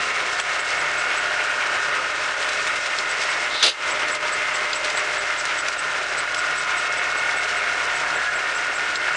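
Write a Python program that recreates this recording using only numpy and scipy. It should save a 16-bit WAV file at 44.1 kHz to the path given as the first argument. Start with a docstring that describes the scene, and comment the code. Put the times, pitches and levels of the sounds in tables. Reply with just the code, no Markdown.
"""In a field, a few metres behind a tractor that slowly pulls a leek harvester.
The diesel hums under whining gears and a hydraulic pump, all turned by one crankshaft.
Conveyors clatter, leaves crackle, stalks snap and grit pings off the frame. A dry roller squeaks
in runs, once a turn, and a slipping belt squeals briefly. Once, steel scrapes and clanks
loudly, and the camera's gain control turns everything down for a moment."""
import sys
import numpy as np
from scipy import signal
from scipy.fft import rfft, irfft, next_fast_len
from scipy.io import wavfile
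from scipy.ndimage import uniform_filter1d, minimum_filter1d, map_coordinates

SR = 44100
rng = np.random.default_rng(int(sys.argv[2]) if len(sys.argv) > 2 else 0)


def to_wav(s):
    """Save 16-bit WAV."""
    ch = np.atleast_2d(s).T  # columns
    pcm = np.round(np.clip(ch, -1, 1) * 32767)  # PCM
    wavfile.write(sys.argv[1], SR, pcm.astype(np.int16))


N = 403956
T = np.arange(N) / SR
CRANK_HZ = 36.9  # usual turns per second; the tone tables give their pitches at this speed

# engine speed, held nearly steady by the governor: time_s, turns_per_s
ENGINE_SPEED = [(0, 36.87), (1.1, 36.94), (2.4, 36.91), (3.6, 37.04), (4.4, 36.9), (5.25, 36.78),
                (6.3, 36.85), (7.7, 36.92), (8.4, 36.87), (8.8, 36.76), (9.16, 36.86)]
# hum of the four-cylinder diesel: cycles_per_turn, level_db
ENGINE_TONES = [(1, -58), (2, -59.5), (3, -69), (3.5, -61.5), (4, -67), (5.5, -72), (6, -71), (7, -70),
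                (9, -63), (14, -57), (14.5, -56), (15, -55.5)]
# the firing note grows louder under load: time_s, boost_db
FIRING_BOOST = [(0, 2), (2, 3), (3.7, 0.5), (5.5, 2.5), (7.3, 6), (9.16, 3)]

# tones of each spinning part: pitch_hz, level_db
FAN_TONES = [(151.3, -68), (154.1, -60), (308.2, -57), (412, -58), (428.2, -57), (616.5, -48.5), (925, -49),
             (1233.5, -45)]
PUMP_TONES = [(605.2, -44), (2420.8, -52)]
LOW_GEAR_TONES = [(709, -45.5), (718.2, -53), (745.8, -53)]
MID_GEAR_TONES = [(1418, -36.5), (1454.8, -35), (1427.2, -50), (1464, -48)]
HIGH_GEAR_TONES = [(2163.8, -40), (2200.5, -42.5), (2237.5, -50), (2700.8, -47)]
DRIVE_TONES = [(1504.5, -43), (1541.5, -46), (1578.2, -41), (1615, -45), (1776, -50), (1812.8, -39),
               (1849.8, -46), (1886.5, -45.5)]
BEARING_TONES = [(2053.2, -47), (2090, -41), (2099.5, -49)]
IDLER_TONES = [(961.5, -53), (994.5, -52), (1031.5, -47), (1068.2, -50), (1109.8, -52), (1196.5, -50),
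               (1210.2, -45), (1270.8, -39.5), (1307.5, -43.5), (1344.5, -44), (1381.2, -39), (1491.8, -44)]
SPROCKET_TONES = [(1676, -43), (1689.5, -49), (1763.2, -48), (2429.5, -51), (2540, -46), (2576.8, -51),
                  (2737.5, -52), (3738, -54), (3885, -54), (3936, -54)]
# each loaded part swells and fades slowly: time_s, boost_db
PUMP_SWELL = [(0, -10), (1.3, 4), (2.4, -1), (4.4, 5.5), (6.1, -0.5), (7.0, -7), (9.16, -9)]
LOW_GEAR_SWELL = [(0, 2), (.4, 6), (1.2, 1.5), (2.2, -5.5), (5.4, -10), (6.1, 0.5), (7.6, 4), (9.16, -2)]
MID_GEAR_SWELL = [(0, -4.5), (1.3, 1), (2.4, -2), (3.7, -3), (4.4, -0.5), (5.1, -6), (6.3, 2.5),
                  (9.16, 1.5)]
HIGH_GEAR_SWELL = [(0, 0), (.8, 4.5), (1.5, -3), (2.8, 1), (6.2, -2.5), (7.2, 6), (8.4, -2), (9.16, 2)]
DRIVE_SWELL = [(0, -2), (.9, 2), (1.9, 3.5), (3.3, -4), (5.1, .5), (6.3, -0.5), (8.1, 2), (9.16, 2)]
BEARING_SWELL = [(0, -9), (.8, -2), (1.4, -16), (2.8, 0), (4.5, 7.5), (5.6, -4), (7, -6), (9.16, 2)]

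# how each noise spreads from bass to treble: frequency_hz, level_db
CLATTER_COLOUR = [(20, -28), (45, -26), (100, -22), (200, -21.5), (290, -17), (410, -7), (460, -9.5),
                  (560, -4.5), (800, -6.5), (1100, -4), (1450, -3), (2100, -1), (2400, -4.5), (2750, -5),
                  (3100, -10), (6000, -25.5)]
LEAF_COLOUR = [(1500, -34), (2800, -5), (4000, -8), (5300, -6.5), (7000, -11.5), (8500, -15),
               (10000, -29.5)]
SNAP_COLOUR = [(600, -8.5), (2000, -3.5), (4000, -4.5), (6000, -9), (8000, -14), (10000, -20.5)]
CRACK_COLOUR = [(500, -7), (1400, 3), (2400, 4), (3700, 8), (5000, 1.5), (7000, -11), (10000, -40)]
# load on the conveyors: time_s, boost_db
CONVEYOR_LOAD = [(0, 0), (1.6, 0.7), (2.6, 0), (4.6, 0.6), (5.8, -1.5), (6.45, -1), (7, .5), (8.3, -0.8),
                 (9.16, -1)]
# flow of leeks up the belts: time_s, boost_db
LEAF_FLOW = [(0, 2.3), (1, 0.6), (2.35, 0.8), (2.55, 3), (3.2, 2.5), (3.9, 0.8), (7, 0), (9.16, -1.1)]
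# brief dips in the whole drone: middle_s, change_db
DRONE_DIPS = [(.435, -4), (.635, -2.5), (2.35, -2), (2.89, -3), (3.6, -3.5), (4.19, -5), (4.79, -2.5),
              (5.615, -1.5), (5.74, -3), (6.265, -2.5), (8.98, -1.5)]

# stalks snapping on the belts: start_s, level_db
STALK_SNAPS = [(0.3986, -14.5), (2.489, -17), (2.672, -13.5), (2.7576, -15.5), (2.8596, -17), (3.237, -22),
               (4.0825, -17), (4.149, -18), (4.846, -14.5), (4.9, -18), (4.9726, -17), (5.4076, -24),
               (5.453, -16.5), (5.684, -18), (6.345, -20)]
# grit hitting the frame: start_s, level_db
GRIT_HITS = [(2.9865, -17.5), (4.7315, -16), (8.1045, -25), (8.9565, -19.5)]
# ringing notes of the struck frame: pitch_hz, level_db, fade_s (time to fall 60 dB)
FRAME_NOTES = [(3300, -2, .016), (3700, -1, 0.016), (4120, -2, .022), (4380, -2, 0.025),
               (5130, -3.5, 0.032), (6200, -11, .027), (7290, -11.5, 0.042)]
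# runs of roller squeaks: first_s, last_s, first_db, last_db, pitch_hz
SQUEAK_RUNS = [(0.411, 1.184, -42, -39, 7800), (3.108, 3.309, -39, -41, 7800),
               (3.921, 4.335, -35.5, -36, 7770), (4.551, 4.978, -36.5, -34.5, 7900),
               (5.192, 5.794, -38, -35.5, 7960), (6.191, 7.579, -35, -42.5, 7920),
               (7.966, 9.161, -40.5, -39, 7670)]
# squeal of the slipping belt: time_s, pitch_hz, level_db
BELT_SQUEAL = [(8.02, 1630, -60), (8.07, 1655, -27), (8.13, 1666, -52), (8.18, 1700, -27),
               (8.24, 1667, -34), (8.29, 1678, -24), (8.35, 1670, -63)]
# blows as the steel catches: start_s, level_db, thud_share_db (relative to the blow)
STEEL_BLOWS = [(3.626, -3.5, -26), (3.638, -7, -15), (3.648, -8, -6), (3.662, -3, -11), (3.676, -6, -18),
               (3.692, -8, -20)]
# ringing notes of that steel: pitch_hz, width_hz, level_db
STEEL_NOTES = [(1440, 80, -9), (2765, 22, 3), (3110, 90, -1), (3530, 110, 0), (3880, 220, 1),
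               (4260, 100, 0), (4560, 150, -5), (5990, 200, -11)]


def undb(db):
    """Turn decibels into a gain to multiply by."""
    return np.exp(np.asarray(db) * (np.log(10) / 20))


def unit(x):
    """Scale a signal to an average power of 1."""
    return x / np.sqrt(np.mean(x ** 2))


def curves(rows):
    """Join the rows of a timed table with straight lines: one curve per value column."""
    times, *columns = np.transpose(rows)
    return [np.interp(T, times, column) for column in columns]


def noise():
    """White noise: an even hiss."""
    return rng.standard_normal(N)


def wander(rate_hz):
    """A smooth random curve, roughly 1 either side of zero, changing about rate_hz times a second."""
    steps = rng.standard_normal(2 ** 14)
    return map_coordinates(steps, [T[::16] * rate_hz + 3], order=3, mode="wrap").repeat(16)[:N]


def colour(x, points):
    """Shape bass and treble by a colour table; white noise keeps its power."""
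    hz, db = np.transpose(points)
    size = next_fast_len(N)
    freqs = np.maximum(np.arange(size // 2 + 1) * SR / size, 1)
    gain = undb(np.interp(np.log(freqs), np.log(hz), db))
    edge_fade = np.minimum(freqs / hz[0], 1) ** 2 * np.minimum(hz[-1] / freqs, 1) ** 2
    return irfft(rfft(x, size) * unit(gain * edge_fade), size)[:N]


def resonate(x, hz, width_hz):
    """Let a sound ring around one pitch; a narrower width rings longer."""
    return signal.lfilter(*signal.iirpeak(hz, hz / width_hz, fs=SR), x)


def blow(start_s, rise_s, fade_s):
    """Loudness of a blow: a quick rise, then a fall of 60 dB every fade_s."""
    age = np.clip(T - start_s, 0, 2)
    return (1 - np.exp(-age / rise_s)) * undb(-np.minimum(60 * age / fade_s, 200))


def add(out, start_s, sound):
    """Mix a short sound into out."""
    start = max(int(start_s * SR), 0)
    part = sound[:max(N - start, 0)]
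    out[start:start + len(part)] += part


def diesel(turns):
    """The muffled exhaust hums in step with the crank; the firing note, two a turn, follows the load."""
    load_db = curves(FIRING_BOOST)[0]
    return sum(undb(db + load_db * (per_turn == 2)) * np.sin(2 * np.pi * (per_turn * turns + rng.random()))
               for per_turn, db in ENGINE_TONES)


def whine(turns, tones, wander_db):
    """Tones geared to the crank: each drifts a little, and all flutter with uneven load on the teeth."""
    out = 0
    for hz, db in tones:
        slip = .35 * wander(4)
        phase = 2 * np.pi * (hz / CRANK_HZ * turns + rng.random()) + slip
        out = out + undb(db + wander_db * wander(2.5)) * np.sin(phase)
    return out * (1 + .18 * wander(20))


def transmission(turns, loaded_db=0.43, free_db=-0.4):
    """Pump, gears and bearing follow their load; fan, idler gears and sprockets wander freely."""
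    # shaft wobble gives tones one crank rate apart, which beat once a turn
    parts = [(PUMP_TONES, PUMP_SWELL), (LOW_GEAR_TONES, LOW_GEAR_SWELL),
             (MID_GEAR_TONES, MID_GEAR_SWELL), (HIGH_GEAR_TONES, HIGH_GEAR_SWELL),
             (DRIVE_TONES, DRIVE_SWELL), (BEARING_TONES, BEARING_SWELL)]
    loaded = sum(undb(curves(swell)[0]) * whine(turns, tones, wander_db=1.1) for tones, swell in parts)
    free = whine(turns, FAN_TONES, wander_db=1.2)
    free += whine(turns, IDLER_TONES, wander_db=2.6)
    free += whine(turns, SPROCKET_TONES, wander_db=2.6)
    return np.sqrt(2) * (undb(loaded_db) * loaded + undb(free_db) * free)


def chatter(turns, blend_turns=7):
    """The same teeth and links strike on every shaft turn; the pattern changes over a few turns."""
    turn_samples = int(SR / CRANK_HZ)
    pattern = rng.standard_normal((int(turns[-1]) + 2, turn_samples))  # one row per turn
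    for _ in range(2):
        pattern = uniform_filter1d(pattern, blend_turns, axis=0)
    return unit(map_coordinates(pattern.ravel(), [turns * turn_samples], order=3))


def conveyors(turns, grain_db=2, throb_db=0.5, flicker_db=1.7, clatter_db=-26.5, split_hz=900):
    """Countless links and rollers hit the steel frame, partly repeating with two shafts."""
    slow_turns = turns * 5 / 6
    strikes = noise() + .75 * chatter(turns) + .5 * chatter(slow_turns)
    knock = 1 + 0.09 * np.sin(2 * np.pi * slow_turns)
    body = colour(strikes * undb(grain_db * wander(900)) * knock, CLATTER_COLOUR)
    # the big panels (low) and the small links (high) rattle independently
    panels = signal.sosfilt(signal.butter(1, split_hz, fs=SR, output="sos"), body)
    links = body - panels
    rattle = panels * undb(flicker_db * wander(25)) + links * undb(flicker_db * wander(30))
    load_db = curves(CONVEYOR_LOAD)[0]
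    return unit(rattle) * undb(load_db + clatter_db + throb_db * wander(12))


def leaves(grain_db=2.0, flicker_db=1.94, rustle_db=-36):
    """Leek leaves drag along the belts: dense tiny crackles of very unequal size."""
    hiss = noise()
    sizes = np.minimum(rng.exponential(size=N // 16 + 1), 6)
    crackles = hiss * undb(grain_db * sizes).repeat(16)[:N]
    flow_db = curves(LEAF_FLOW)[0]
    return unit(colour(crackles, LEAF_COLOUR)) * undb(flow_db + rustle_db + flicker_db * wander(45))


def drone_dips(width_s=.028):
    """A gain that makes the drone sink briefly and come back."""
    return undb(sum(db * np.exp(-((T - middle_s) / width_s) ** 2) for middle_s, db in DRONE_DIPS))


def stalk_snaps(fade_s=0.044, snap_db=-4):
    """Stalks crack above the rustle, each a quick run of breaking fibres."""
    out, age = np.zeros(N), T[:SR // 8]
    fibres = unit(noise() * undb(3.5 * wander(1300)))
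    for start_s, db in STALK_SNAPS:
        burst = fibres[int(start_s * SR):][:len(age)]
        add(out, start_s, undb(db + snap_db - 60 * age / fade_s) * burst)
    return colour(out, SNAP_COLOUR)


def grit_pings(detune=.02):
    """Small stones strike the muddy steel: a short clink, a little different at each spot."""
    out, age = np.zeros(N), T[:SR // 8]
    for start_s, hit_db in GRIT_HITS:
        for hz, note_db, fade_s in FRAME_NOTES:
            pitch = hz * (1 + detune * rng.standard_normal())
            ring = np.sin(2 * np.pi * (pitch * age + rng.random()))
            add(out, start_s, undb(hit_db + note_db - 60 * age / fade_s) * ring)
    return out


def dry_roller(turns_per_s=5, typical_s=0.048, arch=.04, squeak_db=3, rasp_hz=210, scatter_hz=90):
    """A dry bearing sticks and slips once a turn: a short, raspy chirp that rises and falls."""
    out = np.zeros(N)
    for first_s, last_s, first_db, last_db, hz in SQUEAK_RUNS:
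        count = round((last_s - first_s) * turns_per_s) + 1
        for time_s, db in np.linspace((first_s, first_db), (last_s, last_db), count):
            higher, longer = rng.standard_normal(2)
            length_s = typical_s * np.exp(0.22 * longer)
            position = np.linspace(-1, 1, int(length_s * SR))  # 0 is the middle of the chirp
            swell = np.sin(np.pi * ((position + 1) / 2) ** 0.83) ** 2
            rasp = unit(uniform_filter1d(rng.standard_normal(16384), 24))[:len(position)]
            pitch = (hz + scatter_hz * higher) * (1 - arch * position ** 2) + rasp_hz * rasp
            chirp = swell * np.sqrt(2) * np.sin(2 * np.pi * np.cumsum(pitch) / SR)
            add(out, time_s - .45 * length_s, undb(db + squeak_db) * chirp)
    return out


def slipping_belt(waver_hz=9):
    """A slipping belt sings with a slightly unsteady pitch."""
    hz, db = curves(BELT_SQUEAL)
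    sounding = (T > BELT_SQUEAL[0][0]) & (T < BELT_SQUEAL[-1][0])
    pitch = hz + waver_hz * wander(83)
    return sounding * undb(db) * np.sqrt(2) * np.sin(2 * np.pi * np.cumsum(pitch) / SR)


def steel_scrape(start_s=3.5, hz=3750, width_hz=900, scrape_db=-26):
    """Steel drags on steel, harder and harder, until it catches."""
    catch_s, stop_s = STEEL_BLOWS[0][0], STEEL_BLOWS[1][0]
    pressure = np.sqrt(np.clip((T - start_s) / (catch_s - start_s), 0, 1)) * (T < stop_s)
    slips = noise() * undb(2 * wander(400))
    screech = resonate(resonate(slips, hz, width_hz), hz, 2 * width_hz)
    return undb(scrape_db) * pressure * unit(screech)


def steel_clank(ring_db=-5, crack_db=-6, thud_db=-8, thud_hz=520, thud_width_hz=260):
    """Steel catches and chatters: each blow cracks, rings the same notes and makes the frame thud."""
    blows = [undb(db) * blow(start_s, rise_s=.001, fade_s=0.13) for start_s, db, _ in STEEL_BLOWS]
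    force = np.sqrt(sum(hit ** 2 for hit in blows))
    contact = noise() * force
    ring = sum(undb(db) * resonate(contact, hz, width_hz) for hz, width_hz, db in STEEL_NOTES)
    push = noise() * sum(hit * undb(share_db) for hit, (_, _, share_db) in zip(blows, STEEL_BLOWS))
    thud = resonate(resonate(push, thud_hz, thud_width_hz), thud_hz, 2 * thud_width_hz)
    # make up for the power that the narrow filters take away
    ring *= np.sqrt(SR / np.pi / sum(width_hz for _, width_hz, _ in STEEL_NOTES))
    thud *= np.sqrt(SR / np.pi / thud_width_hz)
    crack = colour(noise() * force, CRACK_COLOUR)
    return undb(ring_db) * ring + undb(crack_db) * crack + undb(thud_db) * thud


def scene():
    """The whole machine in the open air: a drone driven by one crankshaft, with short sounds on top."""
    turns = np.cumsum(curves(ENGINE_SPEED)[0]) / SR  # crankshaft turns so far
    drone = diesel(turns) + transmission(turns) + conveyors(turns) + leaves()
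    events = stalk_snaps() + grit_pings() + dry_roller() + slipping_belt()
    return (drone * drone_dips() + events + steel_scrape() + steel_clank())[None]


def gain_control(x, threshold_db=-18, max_cut_db=10, hold_s=0.054, slide_s=0.082):
    """Loud sound pulls the gain down; it holds, then slides back."""
    power = signal.lfilter(*signal.butter(1, 25, fs=SR), x ** 2)
    excess_db = np.maximum(10 * np.log10(np.abs(power) + 1e-12) - threshold_db, 0)
    wanted_db = -np.minimum(2 * excess_db, max_cut_db)
    hold, slide = int(hold_s * SR), int(slide_s * SR)
    held_db = minimum_filter1d(wanted_db, hold, origin=(hold - 1) // 2)
    return x * undb(uniform_filter1d(held_db, slide, origin=(slide - 1) // 2))


def record(dry):
    """The camera turns loud moments down, rounds the peaks and cuts the highest treble."""
    ceiling, top_hz = .72, 10100
    rounded = ceiling * np.tanh(gain_control(dry[0]) / ceiling)
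    return signal.sosfilt(signal.ellip(16, .2, 80, top_hz, fs=SR, output="sos"), rounded)[None]


dry = scene()
out = record(dry)
to_wav(out)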